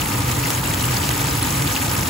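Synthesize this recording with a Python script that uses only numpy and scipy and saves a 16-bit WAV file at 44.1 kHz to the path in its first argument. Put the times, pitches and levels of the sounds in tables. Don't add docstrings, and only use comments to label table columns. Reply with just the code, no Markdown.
import sys
import numpy as np
from scipy import signal
from scipy.fft import rfft, irfft, next_fast_len
from scipy.io import wavfile
from scipy.ndimage import uniform_filter1d, map_coordinates

SR = 44100
rng = np.random.default_rng(int(sys.argv[2]) if len(sys.argv) > 2 else 0)


def invert_db(x):
    u = np.asarray(x, float) / 20
    return 10 ** u


def put_to_file(sound):
    columns = np.atleast_2d(sound).T
    safe = np.clip(columns, -1, 1)
    whole_steps = np.round(safe * 32767)
    wavfile.write(sys.argv[1], SR, whole_steps.astype(np.int16))


N = 92345


def unit(x):
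    return x / np.sqrt(np.mean(x ** 2) + 1e-20)


def along(points, hz):
    point_hz, value = np.transpose(points)
    return np.interp(np.log(hz + 1), np.log(point_hz + 1), value)


def curve(rows):
    time_s, value = np.transpose(rows)
    return np.interp(np.arange(N) / SR, time_s, value)


def wobble(rate):
    knots = rng.standard_normal(N // 20)[:int(N * rate / SR) + 4]
    return map_coordinates(knots, [np.arange(N) * rate / SR])


def filtered(x, response):
    size = next_fast_len(N + 8192)
    return irfft(rfft(x, size) * response(np.fft.rfftfreq(size, 1 / SR)), size)[..., :N]


def ports(pair, alike, lead):
    # hz, level_db
    balance = [(200, -.5), (900, 1), (2000, 0), (4500, 3), (6000, 3), (8000, 0), (10000, -0.5)]
    sign = np.array([[1], [-1]])

    def shares(hz):
        angle = np.arccos(np.clip(along(alike, hz), -1, 1)) / 2
        return np.array([np.cos(angle), np.sin(angle)])

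    def port_response(hz):
        return invert_db(sign * along(balance, hz) / 2) * np.exp(-0.5j * sign * lead(hz))

    mid, side = filtered(pair, shares)
    return filtered(np.array([mid + side, mid - side]), port_response)


def hood_air():
    # hz, level_db (per Hz)
    air_tone = [(15, -50), (25, -64), (46, -5), (123, -5.5), (200, -14.5), (291, -9.5), (384, -20.5),
                (508, -20), (700, -35.5), (910, -77), (1540, -120)]
    noise = rng.standard_normal((2, N))
    air = filtered(noise, lambda hz: invert_db(along(air_tone, hz)) / (1 + (hz / 1500) ** 2))
    return invert_db(-24.5) * unit(air)


def hood_duct():
    # pitch_hz, width_hz, level_db
    resonances = [(83.8, 28, -6.5), (148, 63, -10.5), (289.2, 21.7, -10.5), (506.5, 21, -17),
                  (900, 235, -15.5), (1217, 124, -16.5)]

    def ringing(hz):
        total = 0
        for pitch, width, db in resonances:
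            peak = 1j * hz * width / (pitch * pitch - hz * hz + 1j * hz * width)
            total = total + invert_db(db) * peak ** 2
        return total

    return invert_db(-28.5) * unit(filtered(rng.standard_normal((2, N)), ringing))


def hood_motor():
    # time_s, level_db
    swell_points = [(0.0, -25.5), (0.12, -43), (0.14, -17), (0.19, -26.5), (0.36, -20.5), (0.42, -22),
                    (0.5, -27), (0.71, -17.5), (0.8, -54), (0.83, -25), (0.94, -16.5), (1.02, -32),
                    (1.09, -25), (1.59, -25.5), (1.61, -14.5), (1.66, -34), (2.01, -22), (2.09, -42)]
    pitch_hz, width_hz, hum_db, swing = 121, 11, -30.5, 1.16
    level_db = curve(swell_points)
    hum = filtered(rng.standard_normal((2, N)), lambda hz: np.exp(-((hz - pitch_hz) / width_hz) ** 2))
    steady = unit(hum / (abs(signal.hilbert(hum)) + 0.4 * hum.std()))
    return invert_db(hum_db + swing * (level_db - level_db.mean())) * steady


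def hood():
    # hz, likeness (left-right, 1 = the same)
    likeness = [(100, 1), (350, 0.91), (690, 0.086), (1200, 0.86), (1750, .05)]
    # hz, lead_rad (how far the right port leads)
    right_lead = [(300, 0.08), (700, -0.26), (1300, -0.54), (2000, 0.65)]
    both = hood_air() + hood_duct() + hood_motor()
    return ports(both, likeness, lambda hz: along(right_lead, hz))


def bubbles(start_s, hz, cycles, size, rise):
    t = np.arange(400) / SR
    age = t * (hz / cycles)[:, None]
    fade_out = np.clip(2 - t / t[-1] * 2, 0, 1)
    shape = size[:, None] * np.exp(-3 * age) * (1 - np.exp(-12 * age)) * fade_out
    turn = 2 * np.pi * hz[:, None] * t * (1 + rise * np.minimum(age, 1))
    at = ((start_s * SR).astype(int)[:, None] + np.arange(len(t))).ravel()
    chance_phase = rng.uniform(0, 2 * np.pi, (len(start_s), 1))
    versions = []
    for phase in (0, chance_phase):
        rings = (shape * np.sin(turn + phase)).ravel()
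        versions.append(np.bincount(at, rings, N + 500)[:N])
    return np.array(versions)


def swarm(count, hz, octaves, cycles, spread_db, rise):
    chance = rng.random((count, 2))
    pitch = np.clip(hz * 2 ** (octaves * rng.standard_normal(count)), 1900, 15500)
    size = invert_db(np.minimum(-spread_db * np.log(chance[:, 1] + 1e-9), 13))
    return unit(bubbles(chance[:, 0] * N / SR, pitch, cycles, size, rise))


def oil_hiss():
    # hz, level_db (per Hz)
    hiss_tone = [(600, 0.5), (1500, 2), (2600, -0.5), (4000, -5.5), (6300, -7), (8200, -3.5), (11000, -5.5),
                 (15600, -6)]
    z = signal.stft(rng.standard_normal((2, N)), nperseg=256)[2]
    flicker = uniform_filter1d(rng.standard_normal(z.shape[1:]), size=20, axis=0)
    flicker = uniform_filter1d(flicker, size=2, axis=1)
    less_in_bass = np.clip(np.arange(len(flicker)) / 16, 0, 1)[:, None]
    z = z * invert_db(2.3 * unit(flicker) * less_in_bass)
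    hiss = signal.istft(z, nperseg=256)[1][:, :N]
    return unit(filtered(hiss, lambda hz: invert_db(along(hiss_tone, hz))))


def sizzle_bed():
    # time_s, level_db
    boiling = [(0.0, -28), (0.02, -28.5), (0.05, -29), (0.42, -29.5), (0.47, -27.5), (0.63, -29.5),
               (0.67, -28.5), (0.69, -29), (1.1, -27.5), (1.12, -28.5), (1.92, -27.5), (2.09, -28.5)]
    fizz = swarm(count=7000, hz=9000, octaves=0.73, cycles=10.5, spread_db=4.0, rise=0.084)
    crackle = swarm(count=1500, hz=5000, octaves=0.99, cycles=2.64, spread_db=6.0, rise=0.01)
    blips = swarm(count=900, hz=5000, octaves=0.94, cycles=5.8, spread_db=5.5, rise=0.027)
    ticks = swarm(count=520, hz=10330, octaves=0.42, cycles=5.1, spread_db=7, rise=0.02)
    bed = invert_db(4.5) * oil_hiss() + invert_db(-4.5) * fizz
    bed = bed + invert_db(-12) * crackle + invert_db(-18) * blips + invert_db(-6) * ticks
    sputter = invert_db(curve(boiling) + 0.45 * wobble(35.2) + 0.69 * wobble(150))
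    return sputter * bed


def loud_pops():
    # start_s, peak_db, pitch_hz
    pop_rows = [(.019, -10, 2780), (.439, -11.5, 2600), (.457, -10, 1980), (0.487, -12, 8300),
                (0.517, -18, 5000), (.549, -7.5, 6600), (.583, -19, 8200), (.654, -13.5, 2700),
                (.675, -5.5, 7640), (.826, -9, 10800), (0.84, -9, 2820), (.854, -3.5, 8300),
                (.887, -16, 6100), (.905, -13, 9000), (0.944, -11, 8400), (.97, -8.5, 4600),
                (1.036, -10.5, 2920), (1.091, -15, 2150), (1.242, -9, 7700), (1.27, -10, 7800),
                (1.311, -13, 5660), (1.415, -15, 9000), (1.427, -1, 9600), (1.432, -10, 3980),
                (1.527, -6.5, 7850), (1.573, -9, 8800), (1.676, -13, 4400), (1.724, -11, 5900),
                (1.763, -7.5, 2700), (2.033, -17, 2080)]
    ring_db, life_s = -7, 0.0042
    start_s, peak_db, pitch_hz = np.transpose(pop_rows)
    cycles = life_s * np.sqrt(pitch_hz * 4000)
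    return 2 * bubbles(start_s, pitch_hz, cycles, invert_db(peak_db + ring_db), rise=0.038)


def oil_snaps():
    # start_s, peak_db
    snap_rows = [(.015, -16.5), (.28, -25), (.44, -20), (0.47, -20), (0.504, -11), (.745, -16),
                 (0.922, -19), (1.03, -18), (1.04, -24), (1.0912, -10), (1.104, -29), (1.162, -21),
                 (1.473, -31), (1.511, -21), (1.622, -13), (1.868, -19), (1.914, -20)]
    fade_s = 0.01
    t = np.arange(500) / SR
    snaps = np.zeros((2, N))
    for start_s, peak_db in snap_rows:
        snap = invert_db(peak_db - 60 * t / fade_s) * rng.standard_normal((2, len(t)))
        first = int(start_s * SR)
        snaps[:, first:first + len(t)] += snap + 0.26 * np.roll(snap, 1, axis=1)
    return snaps


def frying():
    # hz, likeness (left-right, 1 = the same)
    likeness = [(1800, 0.042), (2600, 0.36), (4000, 0.57), (5700, 0.14), (6600, 0.74), (8000, 0.93),
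                (10000, 0.81), (14000, .8)]

    def right_lead(hz):
        delay_s, in_step_hz = 2.38e-4, 6970
        return np.where(hz > 6000, 2 * np.pi * delay_s * (hz - in_step_hz), -0.1)

    return ports(sizzle_bed() + loud_pops() + oil_snaps(), likeness, right_lead)


def joint_stereo(x):
    sharp_s = np.array(np.array([.505, 1.515]))
    from_hz, weaker_db = 5700, -5.5
    looser_db_per_khz, sway_db = 0.15, 0.8
    hz, t, z = signal.stft([x[0] + x[1], x[0] - x[1]], SR, nperseg=2048)
    band = np.arange(len(hz)) // 16
    power = np.add.reduceat(abs(z) ** 2, np.arange(0, len(hz), 16), axis=1)
    power = np.abs(uniform_filter1d(power, size=2, axis=2))[:, band]
    limit_db = weaker_db + looser_db_per_khz * (hz[:, None] - from_hz) / 1000
    limit_db = limit_db + sway_db * rng.standard_normal(len(t))
    strong = power > invert_db(2 * np.minimum(limit_db, 0)) * power[::-1]
    sharp = np.abs(t[:, None] - sharp_s).min(axis=1) < 0.0117
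    keep = strong | (hz < from_hz)[:, None] | sharp
    mid, side = signal.istft(z * keep, SR, nperseg=2048)[1][:, :N] / 2
    return np.array([mid + side, mid - side])


def scene():
    return hood() + frying()


def low_pass(x):
    return signal.sosfilt(signal.butter(12, 17060, fs=SR, output="sos"), x)


def record(dry):
    low_cut_hz, top_hz = 51, 15750
    heard = filtered(dry, lambda hz: (hz < top_hz) * hz ** 2 / (hz ** 2 + low_cut_hz ** 2))
    mix = joint_stereo(heard)
    return low_pass(mix)


dry = scene()
out = record(dry)
put_to_file(out)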